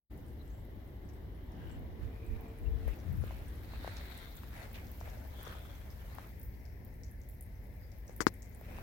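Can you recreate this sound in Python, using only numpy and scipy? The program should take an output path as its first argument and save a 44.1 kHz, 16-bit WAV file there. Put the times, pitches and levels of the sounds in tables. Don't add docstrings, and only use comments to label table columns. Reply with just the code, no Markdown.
import sys
import numpy as np
from scipy import signal
from scipy.fft import rfft, irfft, next_fast_len
from scipy.io import wavfile
from scipy.ndimage import uniform_filter1d, map_coordinates

SR = 44100
rng = np.random.default_rng(int(sys.argv[2]) if len(sys.argv) > 2 else 0)


def store_pcm(level_fs):
    pcm = np.round(np.clip(level_fs, -1, 1) * 32767).astype(np.int16)
    wavfile.write(sys.argv[1], SR, np.atleast_2d(pcm).T)


N = 388962

# time_s, rumble_db, road_db
TRAFFIC_LEVELS = [(0.3, -48.5, -58), (2.0, -49, -55.5), (3.2, -46, -56.5), (3.85, -47, -58),
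                  (4.2, -51.5, -61), (5.6, -47.5, -61.5), (6.4, -48, -62), (7.1, -48.5, -63),
                  (8.5, -51.5, -61), (8.8, -46.5, -56)]
# frequency_hz, gain_db
RUMBLE_SPECTRUM = [(20, -45), (32, -6.5), (45, -3.5), (55, 1), (75, -8), (100, -5), (135, -16.5),
                   (190, -36.5), (400, -78)]
# frequency_hz, left_db, right_db
YARD_SPECTRUM = [(89.5, -5, -8), (172, -0.5, -1), (318, 1, -1), (443, -7.5, -9), (674, -12, -13),
                 (930, -14.5, -16), (1350, -24, -24.5), (2020, -21, -23), (2540, -31, -39),
                 (2840, -36, -24.5), (4000, -33.5, -30), (4660, -35, -41), (6660, -44, -67),
                 (9400, -77, -76.5), (15900, -38, -44)]
EAVES_SPECTRUM = [(81.6, -13.5, -6.5), (188, 4, 1.5), (332, -5, -6.5), (503, -4.5, -10), (903, -13, -15.5),
                  (1220, -25, -29.5), (1370, -23, -27), (1740, -12.5, -24), (2120, -10, -31),
                  (2610, -24.5, -30), (3120, -39, -42.5), (4080, -34, -40), (5630, -28, -37),
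                  (7000, -43, -47), (9600, -39, -37.5), (16200, -28, -24.5)]
# time_s, power_share
EAVES_SHARE = [(1.5, 0.08), (3.5, 0.25), (5.5, 0.95), (6.3, 1)]
# frequency_hz, correlation
COHERENCE = [(60, 0.89), (150, 0.91), (380, 0.67), (950, 0), (2400, 0)]
# time_s, level_db
HISS_LEVELS = [(0.1, -68.5), (1.5, -73.5), (2.75, -69.5), (4.1, -61.5), (6.25, -64), (6.9, -71.5),
               (8.82, -66)]
# frequency_hz, gain_db
HISS_SPECTRUM = [(3000, -1), (7000, -7), (9500, -11), (11500, -1), (12800, 3.5), (14000, -1.5), (15800, 1)]
# start_s, level_db, pitch_hz
CHAIN_DRIPS = [(0.176, -51, 11000), (0.283, -55, 8500), (0.478, -56, 7800), (0.876, -58, 9600),
               (1.0893, -54, 5550), (1.134, -56, 8600), (1.5207, -58, 5440), (1.7143, -52, 7570),
               (1.793, -47.5, 13600), (2.2453, -48, 14700), (2.2644, -54, 8000), (2.4089, -43, 14900),
               (2.586, -51, 11600), (2.879, -41.5, 12500), (2.96, -41, 15000), (3.001, -56, 5700),
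               (3.1273, -47, 12300), (3.1707, -48, 12400), (3.245, -43, 14600), (3.269, -42, 14400),
               (3.3692, -46, 12700), (3.4818, -49, 9260), (3.969, -41, 5500), (4.1769, -42.5, 9040),
               (4.3545, -42, 14100), (4.3667, -47, 7500), (4.731, -39, 14900), (4.8686, -49.5, 5400),
               (4.9162, -34, 15100), (5.0043, -50, 5700), (5.0986, -52, 5900), (5.43, -39, 12400),
               (5.4513, -47, 5620), (5.9033, -49, 5170), (6.15, -43, 12000), (6.3974, -36, 15000),
               (6.4151, -46, 10300), (6.4323, -31.5, 15700), (6.653, -52, 5150), (6.8494, -40, 14700),
               (6.9394, -54, 9620), (7.0346, -44, 5850), (7.113, -46.5, 11500), (7.216, -53, 6100),
               (7.289, -37.5, 12900), (7.4093, -36.5, 11300), (7.6685, -50, 13500), (7.7653, -47, 15300),
               (7.9174, -52, 5450), (7.9857, -48, 15200), (8.079, -48, 6090), (8.1244, -53, 8300),
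               (8.164, -37, 12500), (8.3405, -44.5, 11000), (8.4213, -43.5, 6650), (8.5475, -48, 8900),
               (8.6118, -41, 14900)]
# pitch_hz, ring_gain, spatter_gain
DRIP_WETNESS = [(4500, 0.58, 0.41), (6000, 0.49, 0.35), (9000, 0.32, 0.26), (15000, .1, 0.22)]
# middle_s, length_s, pitch_hz, level_db
BIRD_NOTES = [(0.413, 0.057, 3980, -67), (0.57, 0.26, 7450, -80), (1.73, 0.14, 7640, -75),
              (2.67, 0.054, 2750, -67), (2.935, 0.043, 2650, -62), (3.754, 0.05, 2620, -60),
              (7.147, 0.15, 1724, -67.5), (7.85, 0.15, 4880, -74.5)]
# start_s, length_s, rise_share, broad_db, band_hz, glide_octaves, width_octaves, band_db, pan_db
RUBS_AND_SWELLS = [(1.5, 0.35, 0.61, -64.5, 2950, 0, .22, -67.5, 0),
                   (1.5, .32, .45, -70, 1600, 0, .2, -66.5, -1), (1.95, .22, .4, -65, 1700, 0, .35, -71, 0),
                   (1.85, 1.12, 0.39, -66.5, 2380, -0.075, .13, -69.5, -3),
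                   (2.86, .12, .2, -57.5, 2000, 0, 0.57, -60.5, 0),
                   (3.22, 0.35, 0.28, -57.5, 2400, -.3, .5, -65, -2),
                   (3.5, .8, .55, -57, 1800, .2, .7, -58.5, -3),
                   (3.45, 1.285, .42, -59, 3830, -0.21, 0.32, -60, 4.5),
                   (3.95, .6, 0.16, -60, 2030, -.1, 0.25, -62, 9),
                   (4.48, .26, 0.41, -52.5, 1920, .15, 0.38, -57.5, 6),
                   (4.738, 0.048, 0.22, -55, 2750, 0, 1, -54.5, 0),
                   (4.72, .18, 0.22, -55, 2100, -.5, 0.5, -57.5, -1),
                   (5.0, 0.2, .45, -57, 2050, .1, 0.55, -61.5, 3),
                   (4.9, 0.52, .45, -72, 650, 0.15, .5, -59, 5),
                   (5.35, .29, 0.48, -53.5, 1300, .35, .65, -56, 1),
                   (5.3, 0.74, 0.12, -58.5, 3350, -0.033, .19, -63, 3.5),
                   (6.02, .32, 0.57, -59, 1100, 0, .7, -67, 0),
                   (8.57, .4, .45, -57, 2500, .15, .17, -64, 2)]
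# frequency_hz, left_db, right_db
CLOTH_SPECTRUM = [(150, -2.5, -2), (352, -12, -8), (594, -2, -8.5), (1170, -8, -10.5), (1630, -7.5, -8.5),
                  (1940, -14.5, -11), (2730, -18.5, -14), (4020, -15.5, -22), (4900, -20.5, -25.5),
                  (6800, -23, -34), (10000, -26.5, -24.5), (16000, -35, -27)]
# middle_s, length_s, level_db, pan_db, pitch_ratio
AIR_PUFFS = [(1.78, 0.46, -46.5, 0, 1.13), (2.038, .13, -42.5, -19, 0.92), (2.332, 0.17, -39, -11, 0.8),
             (2.77, 0.35, -37.5, 17, 0.9), (3.16, 0.26, -40, 17, 1.42), (3.362, 0.27, -46.5, -1, 1.07)]
# frequency_hz, gain_db
BUFFET_SPECTRUM = [(20, -14), (35, -9), (55, 14), (85, 5), (140, -5), (200, -24.5), (500, -67)]
# time_s, level_db
WHINE_LEVELS = [(1.7, -82), (2.0, -65), (2.4, -60), (2.85, -60.5), (3.1, -85)]
# start_s, level_db, pitch_hz, pan_db
FINGER_BUMPS = [(2.877, -37.5, 420, -12), (3.237, -36, 340, 8), (3.307, -39, 560, 10),
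                (3.734, -42, 563, 3.5), (3.844, -35, 520, 9), (3.875, -32, 515, 15), (4.433, -43.5, 840, 6),
                (4.659, -45, 428, 20), (5.01, -39, 567, 19), (5.075, -41.5, 460, 23), (5.47, -40, 354, 10),
                (6.183, -36.5, 675, 24), (8.093, -43.5, 395, 18), (8.611, -45, 458, 7),
                (8.784, -39.5, 647, 14)]
# start_s, thud_db, pitch_ratio, tilt_db_per_octave, second_slap_ratio, spray_db, spray_hz, spray_life_s
CASE_DROPS = [(8.2055, 11, 1.05, 1.5, 1.1, -28, 5800, 0.018), (8.2678, 26, .99, 0, .12, -30, 5060, .015)]
# frequency_hz, gain_db
CASE_RESPONSE = [(40, -31), (145, -5.5), (340, 3), (520, -8), (670, -30), (850, -8.5), (1080, -4),
                 (1450, -7.5), (1950, -13.5), (2600, -27), (4800, -27), (8000, -39), (15000, -63)]
# frequency_hz, gain_db
SPLASH_SPECTRUM = [(80, -6), (200, 13), (380, 15.5), (700, 3), (1200, 7), (1900, 6.5), (2700, -5.5),
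                   (5000, -16), (10000, -17), (16000, -24)]


def amp(db):
    return 10 ** (np.asarray(db) / 20)


def unit(x):
    return x / np.sqrt(np.mean(x ** 2) + 1e-20)


def along(table, hz):
    knots_hz, *columns = np.transpose(table)
    return np.array([np.interp(np.log(hz + 1), np.log(knots_hz + 1), c) for c in columns])


def curves(table):
    knots_s, *columns = np.transpose(table)
    return np.array([np.interp(np.arange(N) / SR, knots_s, c) for c in columns])


def wobble(rate_hz):
    knots = rng.standard_normal(int(N * rate_hz / SR) + 4)
    fine = np.arange(0, len(knots) - 1, 1 / 8)
    return np.interp(np.arange(N) * rate_hz / SR, fine, map_coordinates(knots, [fine]))


def gate(start_s, end_s, edge_s):
    t = np.arange(N) / SR
    return np.clip(np.minimum(t - start_s, end_s - t) / edge_s, 0, 1)


def arch(length_s, rise):
    progress = np.linspace(0, 1, int(length_s * SR))
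    triangle = np.interp(progress, [0, np.clip(rise, .05, .95), 1], [0, 1, 0])
    return np.sin(np.pi / 2 * triangle) ** 2


def sides(pan_db):
    gains = amp([[pan_db / 2], [-pan_db / 2]])
    return gains / gains.mean()


def add(track, start_s, sound):
    part = track[:, max(round(start_s * SR), 0):][:, :sound.shape[-1]]
    part += sound[..., :part.shape[-1]]


def filtered(x, response):
    n = x.shape[-1]
    padded = next_fast_len(n + 8192)
    return irfft(rfft(x, padded) * response(np.fft.rfftfreq(padded, 1 / SR)), padded)[..., :n]


def resonance(centre_hz, octaves):
    return lambda hz: 1 / (1 + (np.log2((hz + 1) / centre_hz) / octaves) ** 2)


def struck(gain_db, size=4096):
    cepstrum = irfft(np.log(amp(gain_db(np.fft.rfftfreq(size, 1 / SR)))))
    cepstrum[1:size // 2] *= 2
    cepstrum[size // 2:] = 0
    return irfft(np.exp(rfft(cepstrum)))


def diffuse(spectrum):
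    def mid_side_gains(hz):
        angle = np.arccos(np.clip(along(COHERENCE, hz)[0], -1, 1)) / 2
        return np.array([np.cos(angle), np.sin(angle)])
    mid, side = filtered(rng.standard_normal((2, N)), mid_side_gains)
    return unit(filtered(np.array([mid + side, mid - side]), lambda hz: amp(along(spectrum, hz))))


def patchy(x, depth_db, patch_hz=260, patch_s=.03):
    frames = signal.stft(x, nperseg=512)[2]
    field = rng.standard_normal(frames.shape[1:])
    for axis, size in enumerate([patch_hz * 512 / SR, patch_s * SR / 256]):
        field = uniform_filter1d(field, max(round(size), 1), axis)
    modulated = signal.istft(frames * amp(depth_db * unit(field)), nperseg=512)[1]
    return x.std() * unit(modulated[:, :N])


def tone(hz, drift, rate_hz):
    pitch_hz = hz * (1 + drift * wobble(rate_hz))
    return unit(np.sin(2 * np.pi * np.cumsum(pitch_hz) / SR))


def swell(length_s, hz, octaves, glide_octaves, rise):
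    envelope = arch(length_s, rise)
    noise = rng.standard_normal((2, 2 * SR))[:, :len(envelope) + 1024]
    f, t, frames = signal.stft(noise, SR, nperseg=1024)
    centre_hz = hz * 2 ** (glide_octaves * (t / length_s - .5))
    band = resonance(centre_hz, octaves)(f[:, None]) ** 2
    return envelope * unit(signal.istft(frames * band, nperseg=1024)[1][:, :len(envelope)])


def traffic():
    rumble_db, road_db = curves(TRAFFIC_LEVELS)
    turned = np.clip(curves(EAVES_SHARE), 0, 1)
    yard = np.sqrt(1 - turned) * diffuse(YARD_SPECTRUM) * amp(4.0)
    eaves = np.sqrt(turned) * diffuse(EAVES_SPECTRUM) * amp(4.5)
    rumble = amp(rumble_db + 1.32 + .8 * wobble(4)) * diffuse(RUMBLE_SPECTRUM)
    engine = amp(-55 + 1.5 * wobble(2.39)) * tone(hz=70.5, drift=0.01297, rate_hz=5.4)
    road_gain = amp(road_db + 0.94 * wobble(6.2))
    road = road_gain * patchy(yard + eaves, depth_db=1.1, patch_hz=350, patch_s=.09)
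    return road + (rumble + engine) * sides(1.0)


def high_hiss():
    gain = amp(curves(HISS_LEVELS) + 0.5 + 0.8 * wobble(54))
    return gain * patchy(diffuse(HISS_SPECTRUM), depth_db=1.8, patch_hz=600, patch_s=.018)


def thin_whistle():
    line = unit(filtered(rng.standard_normal((2, N)), resonance(12750, octaves=.015)))
    level_db = curves([(2.1, -85), (2.6, -100)])
    return amp(level_db) * sides(-8) * line


def drip(hz, octaves=0.51, crack_db=3, crack_t60=0.0098, ring_t60=0.04, spatter_t60=0.22, variety=.25):
    t = np.arange(SR // 10) / SR
    ring_gain, spatter_gain = along(DRIP_WETNESS, hz)
    widen, stretch = np.exp(variety * rng.standard_normal(2))
    clumps = np.interp(t, np.linspace(0, t[-1], 70), rng.lognormal(0, .7, 70))
    droplets = unit(clumps * rng.standard_normal((2, len(t))))
    crack = rng.standard_normal((2, len(t))) * amp(crack_db - 60 * t / crack_t60)
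    spatter = spatter_gain * droplets * amp(-60 * t / (spatter_t60 * stretch))
    tick = filtered(crack + spatter, lambda f: resonance(hz, octaves * widen)(f) ** 2)
    tick *= np.sqrt(SR / hz / widen)
    ring = np.sin(2 * np.pi * hz * t) * amp(-60 * t / (ring_t60 * stretch))
    return tick + ring_gain * ring


def rain_chain():
    out = np.zeros((2, N))
    for start_s, level_db, hz in CHAIN_DRIPS:
        add(out, start_s, amp(level_db - 7.5) * drip(hz))
    return out


def patter(count=140, over_hiss_db=17, top_hz=15500, span_hz=10000):
    out = np.zeros((2, N))
    hiss_db = curves(HISS_LEVELS)[0]
    for k, (when, smallness, depth, place) in enumerate(rng.random((count, 4))):
        onset = int((k + when) / count * N)
        hz = top_hz - span_hz * depth ** 2
        gain = amp(hiss_db[onset] + over_hiss_db - 10 * smallness) * (hz / top_hz) ** 1.3
        add(out, onset / SR, gain * sides(10 * (place - .5)) * drip(hz, octaves=0.18))
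    return out


def birds():
    out = np.zeros((2, N))
    for middle_s, length_s, hz, level_db in BIRD_NOTES:
        note = swell(length_s, hz, octaves=0.096, glide_octaves=-.03, rise=0.42)
        add(out, middle_s - length_s / 2, amp(level_db) * note)
    return out


def jacket_and_swells(rest_db=-80.5, sleeve_db=-62.5):
    sliding = amp(rest_db) + amp(sleeve_db) * gate(start_s=2.72, end_s=6.34, edge_s=0.099)
    power = sliding[None] ** 2
    bands = np.zeros((2, N))
    for start_s, length_s, rise, broad_db, hz, glide, octaves, band_db, pan_db in RUBS_AND_SWELLS:
        add(power, start_s, (amp(broad_db) * arch(length_s, rise)) ** 2)
        add(bands, start_s, amp(band_db) * sides(pan_db) * swell(length_s, hz, octaves, glide, rise))
    broad = np.sqrt(power) * patchy(diffuse(CLOTH_SPECTRUM), depth_db=2.5)
    flicker_db = 1.1 * wobble(50) + 2.6 * np.array([wobble(450), wobble(450)])
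    return unit(amp(flicker_db)) * (broad + bands)


def air_puffs():
    out = np.zeros((2, N))
    for middle_s, length_s, level_db, pan_db, pitch in AIR_PUFFS:
        noise = filtered(rng.standard_normal((2, SR)), lambda hz: amp(along(BUFFET_SPECTRUM, hz / pitch)))
        n = int(length_s * SR)
        eddies = np.array([unit(port[:n]) for port in noise])
        envelope = gate(0, length_s, edge_s=0.074)[:n]
        gains = amp([[level_db + pan_db / 2], [level_db - pan_db / 2]])
        add(out, middle_s - length_s / 2, gains * eddies * envelope)
    return out


def vehicle_whine():
    gain = amp(curves(WHINE_LEVELS) + 1.95 * wobble(18))
    return gain * tone(hz=449.6, drift=0.005, rate_hz=32)


def finger_bumps(scuff_db=-23, scuff_t60=0.32, snap_db=-12, snap_t60=0.0054):
    out, t = np.zeros((2, N)), np.arange(SR // 8) / SR
    for start_s, level_db, hz, pan_db in FINGER_BUMPS:
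        tap = struck(lambda f: 40 * np.log10(resonance(hz * 1.25, octaves=0.78)(f)))
        grit = unit(filtered(rng.standard_normal((2, len(t))), resonance(1500, octaves=0.62)))
        snap = grit * amp(level_db + snap_db - 60 * t / snap_t60)
        scuff = grit * amp(level_db + scuff_db - 60 * t / scuff_t60)
        add(out, start_s + 0.0017, amp(level_db) * sides(pan_db) * tap / np.abs(tap).max())
        add(out, start_s + 0.00172, sides(pan_db) * snap)
        add(out, start_s, scuff)
    return out


def drops_on_case(spray_rise_s=0.0019, second_slap_s=.00062, shadow_db=-30, shadow_hz=1400):
    out, t = np.zeros((2, N)), np.arange(SR // 10) / SR
    for start_s, thud_db, pitch, tilt_db, second_ratio, spray_db, spray_hz, life_s in CASE_DROPS:
        left_db = lambda hz: (thud_db + along(CASE_RESPONSE, hz / pitch)[0]
                              + tilt_db * np.log2(hz / 500 + .1))
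        right_db = lambda hz: left_db(hz) + shadow_db - 20 * np.log10(1 + (hz / shadow_hz) ** 2)
        slap = -np.array([struck(left_db), struck(right_db)])
        mist = unit(filtered(rng.standard_normal(len(t)), resonance(spray_hz, octaves=0.49)))
        wash = unit(filtered(rng.standard_normal(len(t)), lambda hz: amp(along(SPLASH_SPECTRUM, hz))))
        envelope = (1 - np.exp(-t / spray_rise_s)) * np.exp(-(t / life_s) ** 2)
        spray = amp(spray_db - 5) * (0.88 * mist + 1.35 * wash) * envelope
        add(out, start_s, slap)
        add(out, start_s + second_slap_s, second_ratio * slap)
        add(out, start_s, amp([[0], [-40]]) * spray)
    return out


def scene():
    return (traffic() + high_hiss() + thin_whistle() + rain_chain() + patter() + birds()
            + jacket_and_swells() + air_puffs() + vehicle_whine() + finger_bumps() + drops_on_case())


def record(dry, top_hz=16050):
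    opening = np.interp(np.arange(N) / SR, [.098, .115], [.003, 1])
    return filtered(dry * opening, lambda hz: hz < top_hz)


dry = scene()
out = record(dry)
store_pcm(out)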